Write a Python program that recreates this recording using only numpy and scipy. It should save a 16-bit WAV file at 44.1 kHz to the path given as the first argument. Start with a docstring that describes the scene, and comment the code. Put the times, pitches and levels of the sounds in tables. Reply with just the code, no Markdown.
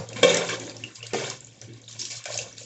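"""Stirring a pot of curry

Water runs from a steel bowl into a metal pot of curry in a small kitchen, close to a phone microphone.
The spoon scrapes and knocks ringing pot modes; shaped noise makes the stream's spray and slosh.
Rising damped sines are the bubbles, loud drops and lower air pockets.
A low hum comes and goes over rumble and kitchen air; a short noise tail answers the pot and water.
"""
import sys
import numpy as np
from scipy import signal
from scipy.fft import rfft, irfft, next_fast_len
from scipy.io import wavfile
from scipy.ndimage import uniform_filter1d, map_coordinates

SR = 44100
rng = np.random.default_rng(int(sys.argv[2]) if len(sys.argv) > 2 else 0)


def store_wav(level_fs):
    """Save 16-bit WAV to argv[1]."""
    pcm = np.round(np.clip(np.atleast_2d(level_fs), -1, 1) * 32767)
    wavfile.write(sys.argv[1], SR, pcm.T.astype(np.int16))


N = 116865

# Steady sounds between the events: time_s, spoon_drag_db, curry_slosh_db, stream_spray_db
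STEADY = [(0, -33, -86, -45.5), (.08, -52.5, -54, -55.5), (.3, -25.5, -47.5, -47), (.5, -37, -46, -35),
          (.7, -47, -81, -64.5), (.92, -65.5, -59, -55), (1.1, -58, -54.5, -72), (1.25, -32, -45.5, -40.5),
          (1.4, -66, -62.5, -54.5), (1.8, -61, -64, -59), (1.95, -71, -66, -51.5), (2.2, -69, -53.5, -52.5),
          (2.45, -49, -52.5, -45), (2.65, -92, -64.5, -61)]
# Resonances of the metal pot: pitch_hz, level_db, t60_s
POT_MODES = [(171, -21.5, 1), (281.9, -12.5, 0.32), (391.7, -13, 0.5), (488.7, -6.5, 0.4), (526, -4, 0.27),
             (578.7, -8, 0.35), (709, -15.5, 0.17), (1078, -7.5, 0.1), (1535, -12, 0.094),
             (1774, -13, 0.12), (2273, -5.5, 0.092), (2673, -11.5, .11), (3240, -4.5, 0.058),
             (3560, -3, 0.037)]
# Relative spectrum of the spray: frequency_hz, level_db (per Hz)
SPRAY_TONE = [(1470, -64), (2500, -8.5), (5750, -0.5), (7240, 5), (7680, 3), (8240, -21.5), (10700, -52),
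              (18100, -120)]
BUBBLE_RISE = 0.13  # pitch rise over a bubble's life, as a fraction of its pitch


def amp(db):
    """Amplitude ratio of a level in dB."""
    return 10 ** (np.asarray(db) / 20)


def unit(x):
    """x scaled to rms 1."""
    return x / np.sqrt(np.mean(x ** 2) + 1e-20)


def along(points, hz):
    """Values at hz, from (frequency, value) points joined on a log axis."""
    f, v = np.transpose(points)
    return np.interp(np.log(hz + 1), np.log(f + 1), v)


def curves(rows):
    """One value per sample for each column after the time."""
    s, *columns = np.transpose(rows)
    return [np.interp(np.arange(N) / SR, s, column) for column in columns]


def wobble(rate):
    """A smooth random curve with rate knots a second."""
    knots = rng.standard_normal(int(N * rate / SR) + 4)
    return map_coordinates(knots, [np.arange(N) * rate / SR])


def filtered(x, response):
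    """x with its spectrum multiplied by a complex response of frequency."""
    m = next_fast_len(N + SR // 2)
    return irfft(rfft(x, m) * response(np.fft.rfftfreq(m, 1 / SR)), m)[..., :N]


def rush(spectrum, patchy_db):
    """Coloured noise of rms 1, with random gain in patches of time and frequency."""
    z = signal.stft(rng.standard_normal(N + 512), nperseg=256)[2]
    patches = uniform_filter1d(rng.standard_normal(z.shape), size=4, axis=0)  # over frequency
    patches = uniform_filter1d(patches, size=6, axis=1)  # over time
    noise = signal.istft(z * amp(patchy_db * unit(patches)), nperseg=256)[1][:N]
    return unit(filtered(noise, lambda hz: amp(along(spectrum, hz))))


def bubbles(s, db, hz, cycles, rise, size=900):
    """Damped sines whose pitch rises, one per bubble; each falls 30 dB in its life of some cycles."""
    onset = 0.078  # time constant of the swell, in lives
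    t = np.arange(size) / SR
    life = (cycles / hz)[:, None]
    phase = 2 * np.pi * hz[:, None] * (t * (1 - rise / 4) + rise * t * t / (2 * life))
    envelope = amp(db[:, None] - 30 * t / life) * (1 - np.exp(-t / (onset * life)))
    wave = envelope * np.sin(phase)
    at = np.round(s * SR).astype(int)[:, None] + np.arange(size)
    return np.bincount(at.ravel(), wave.ravel(), N + size)[:N]


def swarm(hz, spread, cycles, size_db, count):
    """Many small bubbles at random moments, rms 1; spread is in natural-log pitch."""
    u, g = rng.random((count, 2)), rng.standard_normal((count, 2))
    pitch = np.clip(hz * np.exp(spread * g[:, 0]), 300, 7800)
    level_db = np.minimum(-size_db * np.log(u[:, 1]), 12)
    ring_cycles = cycles * np.exp(0.27 * g[:, 1])
    return unit(bubbles(u[:, 0] * N / SR, level_db, pitch, ring_cycles, BUBBLE_RISE, size=500))


def spoon_drag():
    """Gritty noise from the dragging spoon keeps the pot's lower modes alive."""
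    width_hz = 78
    hz, level_db, _ = np.transpose(POT_MODES)[:, :, None]

    def body(f):
        resonance = 1j * f * width_hz / (hz * hz - f * f + 1j * f * width_hz)
        return (amp(level_db) * resonance * (hz < 910)).sum(0)

    grit = amp(3.5 * wobble(55)) * rng.standard_normal(N)
    drag_db, _, _ = curves(STEADY)
    return amp(drag_db) * unit(filtered(grit, body))


def hum():
    """A slightly unsteady low sine comes and goes, and a low rumble follows its level."""
    # Level of the hum: time_s, level_db
    hum_level = [(0.0, -38), (0.05, -46), (0.21, -39.5), (0.28, -77.5), (0.32, -44), (0.45, -54),
                 (0.49, -44.5), (0.65, -45.5), (0.68, -53.5), (0.84, -42), (0.95, -68), (1.01, -45.5),
                 (1.33, -46.5), (1.39, -59.5), (1.51, -50), (1.59, -67.5), (1.64, -44.5), (1.76, -42),
                 (1.79, -56.5), (2.0, -46.5), (2.04, -59), (2.18, -46), (2.26, -71.5), (2.29, -52.5),
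                 (2.41, -42.5), (2.5, -61), (2.62, -48), (2.65, -58.5)]
    # Relative spectrum of the rumble: frequency_hz, level_db (per Hz)
    rumble_tone = [(15, -75.5), (25, -19.5), (108, 1), (173, -4.5), (200, -19), (260, -33), (440, -120)]
    pitch_hz, wander_hz = 115.6, 0.93
    tone = np.sqrt(2) * np.sin(2 * np.pi * np.cumsum(pitch_hz + wander_hz * wobble(5.7)) / SR)
    level_db, = curves(hum_level)
    rumble_db = -65 + 2.1 * (level_db - level_db.mean())
    return amp(level_db) * tone + amp(rumble_db) * rush(rumble_tone, patchy_db=4.5)


def kitchen_air():
    """Quiet coloured noise of the kitchen, slowly unsteady in level."""
    # Relative spectrum of the air: frequency_hz, level_db (per Hz)
    air_tone = [(15, -52.5), (25, -38.5), (58, -2), (118, -11), (178, -5), (531, -15.5), (1300, -40.5),
                (7120, -39.5), (8240, -21.5), (10700, -68.5), (18100, -120)]
    return amp(-58.5 + 3.2 * wobble(5.9)) * rush(air_tone, patchy_db=0.5)


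def stream():
    """Spray and slosh: patchy noise carrying swarms of bubbles, swollen by splashes over low churn."""
    # Relative spectrum of the slosh: frequency_hz, level_db (per Hz)
    slosh_tone = [(410, -14.5), (700, -10), (1200, -6), (1320, -11), (1720, -2), (5000, -8), (6500, -44.5),
                  (11000, -120)]
    splash_spray, splash_slosh, churn = splashes()
    _, slosh_db, spray_db = curves(STEADY)
    spray_gain = (splash_spray + amp(spray_db)) * amp(1.73 * wobble(41.05))
    slosh_gain = (splash_slosh + amp(slosh_db)) * amp(1.66 * wobble(45))

    fizz = swarm(hz=5940, spread=0.31, cycles=8.9, size_db=4, count=2500)
    gurgle = swarm(hz=2500, spread=0.352, cycles=11.9, size_db=1, count=1200)
    spray = (rush(SPRAY_TONE, patchy_db=3.5) + amp(-1.5) * fizz) / np.sqrt(2)
    slosh = rush(slosh_tone, patchy_db=5.0) + amp(1) * gurgle
    slosh = unit(filtered(slosh, pot_wall))
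    return spray_gain * spray + slosh_gain * slosh + churn


def pot_wall(f):
    """Response of the pot's upper modes, added to the direct sound."""
    width_hz, boost_db = 110, 15
    hz, level_db, _ = np.transpose(POT_MODES)[:, 7:, None]
    resonance = 1j * f * width_hz / (hz * hz - f * f + 1j * f * width_hz)
    return 1 + (amp(level_db + boost_db) * resonance).sum(0)


def splashes():
    """Stream meets spoon: one attack-sag-release shape drives spray gain, slosh gain and lumpy churn."""
    # Splashes: start_s, length_s, spray_db, slosh_db, churn_db, churn_pitch_hz, sag_db (over the length)
    bursts = [(.085, .07, -57, -57.5, -44.5, 400, 2.5), (.158, .065, -38, -36, -34, 230, 8),
              (0.227, 0.22, -26, -23.5, -26, 515, 14.5), (.485, .068, -38.5, -30, -36.5, 400, 5),
              (.59, .13, -45.5, -43.5, -34.5, 330, 5.5), (.74, .18, -56, -52, -45.5, 290, 5.5),
              (.95, .04, -46.5, -64, -67, 500, 3), (1.027, .095, -43.5, -52, -53, 500, 8.5),
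              (1.138, 0.22, -30.5, -32.5, -38, 550, 21), (1.4, .1, -71, -62, -62, 450, 5),
              (1.612, .05, -55, -51, -52, 500, 12), (1.66, .12, -72, -61, -47, 300, 4),
              (1.878, 0.088, -48.5, -56, -58, 560, 3), (1.988, .1, -32, -50, -52, 300, 9),
              (2.1, .095, -34, -40.5, -50, 600, 13.5), (2.25, 0.061, -38, -44.5, -47.5, 640, 3),
              (2.318, 0.099, -36, -50, -47.5, 560, 1), (2.566, .09, -42.5, -58.5, -53.5, 500, 2)]
    attack_s, release_s, churn_octaves = 0.0063, 0.013, 0.44
    t, spray, slosh, churn = np.arange(N) / SR, 0, 0, 0
    for s, length, spray_db, slosh_db, churn_db, hz, sag_db in bursts:
        u = t - s
        attack = np.clip(u / attack_s, 0, 1)
        sag = amp(-sag_db * np.clip(u / length, 0, 1))
        release = np.exp(-np.maximum(u - length, 0) / release_s)
        shape = attack * sag * release
        band = lambda f: np.exp(-(np.log2((f + 1) / hz) / churn_octaves) ** 2)
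        lumps = unit(filtered(amp(5.9 * wobble(52)) * rng.standard_normal(N), band))
        spray = spray + amp(spray_db) * shape
        slosh = slosh + amp(slosh_db) * shape
        churn = churn + amp(churn_db) * shape * lumps
    return spray, slosh, churn


def loud_drops():
    """Each loud drop spits a short burst of spray and rings as a bubble of rising pitch."""
    # Loud bubbles and drops: start_s, level_db, pitch_hz, spit_db (over the usual share of spray)
    drops = [(0.0886, -25.5, 6890, 1), (0.1302, -27, 2650, 0.5), (0.3439, -12, 5730, 6.5),
             (0.3694, -16.5, 3670, 6.5), (0.4934, -19, 1547, -0.5), (0.598, -24, 6710, 1),
             (0.6681, -24, 6670, -10), (0.696, -23.5, 4620, -3), (0.7662, -25, 5420, -3),
             (0.838, -14.5, 2780, -13.5), (0.9486, -33, 6700, -7), (0.9566, -26, 4850, -1),
             (1.006, -31, 2630, -17), (1.0282, -19.5, 2840, -8.5), (1.067, -22.5, 8000, 1.5),
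             (1.1068, -32, 2400, -8), (1.3002, -18, 6520, -1.5), (1.4066, -22, 7440, -17),
             (1.4465, -25, 6900, -15), (1.4696, -31, 7290, -2), (1.6148, -22.5, 6000, -5.5),
             (1.734, -39, 3840, 5), (1.8158, -36.5, 6100, -2), (1.8407, -34.5, 3930, -10),
             (1.8791, -25, 3740, -20), (1.889, -32.5, 5150, -22), (1.9121, -29.5, 4300, -0.5),
             (1.9275, -28, 6110, -3), (1.9958, -21, 6380, -23), (2.0162, -12, 5530, -13),
             (2.0522, -22, 5670, 10), (2.105, -30, 3950, -13), (2.1166, -40, 5700, 19.5),
             (2.2394, -24.5, 7840, 1), (2.2553, -20, 2350, 3), (2.342, -18, 5380, -4),
             (2.3755, -10, 6230, -6), (2.3893, -16, 2670, -1), (2.527, -27, 5860, -22),
             (2.569, -37, 5600, -12), (2.581, -28, 4470, 1)]
    usual_spit_db, spit_t60_s = -2.5, 0.021
    s, level_db, hz, spit_db = np.transpose(drops)
    t = np.arange(2000) / SR
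    hits = np.zeros(N)
    hits[np.round(s * SR).astype(int)] = amp(level_db + spit_db + usual_spit_db)
    spit_shape = amp(-60 * t / spit_t60_s) * (1 - np.exp(-t / 0.001))
    spit = np.convolve(hits, spit_shape)[:N] * rush(SPRAY_TONE, patchy_db=4)
    cycles = 28.3 * np.sqrt(hz / 4100)  # higher drops ring for more cycles
    return spit + bubbles(s, level_db, hz, cycles, BUBBLE_RISE)


def air_pockets():
    """Large air pockets in the curry glug as low damped sines with a slight rise."""
    # Air pockets: start_s, level_db, pitch_hz
    pockets = [(.16, -29, 224), (.605, -26.5, 323.5), (0.688, -40, 278), (1.145, -14, 720),
               (1.22, -22.5, 640), (1.691, -35, 346), (2.258, -25.5, 632), (2.287, -26, 620),
               (2.303, -21, 610), (2.355, -22, 610), (2.388, -26, 590), (2.41, -34, 510)]
    return bubbles(*np.transpose(pockets), cycles=9, rise=0.025, size=4000)


def spoon_knocks():
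    """Each knock cracks and rings the pot's modes, tuned by where the spoon damps it."""
    # Spoon against pot: start_s, level_db, brightness_db_per_octave (above 500 Hz), pitch_ratio
    knocks = [(0.2306, -9.5, 1, 1.008), (.2575, -18.5, -10.5, 1), (.489, -41, 6, .999),
              (1.1339, -21, -1.5, 0.8)]
    crack_db, crack_t60_s = 2, 0.056
    out, t = np.zeros(N + SR), np.arange(SR // 2) / SR
    hz, level_db, t60 = np.transpose(POT_MODES)[:, :, None]
    for s, knock_db, bright, ratio in knocks:
        tilt_db = bright * np.log2(np.maximum(hz / 500, 1))
        uneven_db = rng.normal(0, 1.28, hz.shape)  # no two knocks excite the modes alike
        gain = amp(level_db + tilt_db + uneven_db - 60 * t / t60)
        ring = (gain * np.sin(2 * np.pi * hz * ratio * t)).sum(0) * (1 - np.exp(-t / 0.00086))
        crack_noise = np.diff(rng.standard_normal(len(t) + 1))  # treble-heavy
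        crack = amp(crack_db + 0.68 * bright - 60 * t / crack_t60_s) * crack_noise
        out[round(s * SR):][:len(t)] += amp(knock_db) * (ring + crack)
    return out[:N]


def walls(x):
    """Short answer of the pot's hollow and the tiled corner: a delayed, decaying noise tail."""
    t60_s = 0.2
    t = np.arange(SR // 3) / SR
    tail = rng.standard_normal(len(t)) * amp(-60 * t / t60_s)
    delayed = np.pad(x, (150, 0))  # 150 samples, 3.4 ms
    return signal.fftconvolve(delayed, tail / np.linalg.norm(tail))[:N]


def scene():
    """Spoon and water near the microphone with their reflections, over hum and kitchen air."""
    spoon = spoon_drag() + spoon_knocks()
    water = stream() + loud_drops() + air_pockets()
    near = spoon + water
    return (near + amp(-6) * walls(near) + hum() + kitchen_air())[None]


def record(dry):
    """The phone microphone shapes bass and treble and keeps nothing above its band limit."""
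    # Microphone response: frequency_hz, level_db
    mic = [(30, -18), (91, -2.5), (151, 0.7), (7410, -2.56), (8010, -11.5), (8410, -21)]
    top_hz = 8450
    return filtered(dry, lambda hz: amp(along(mic, hz)) * (hz < top_hz))


dry = scene()
out = record(dry)
store_wav(out)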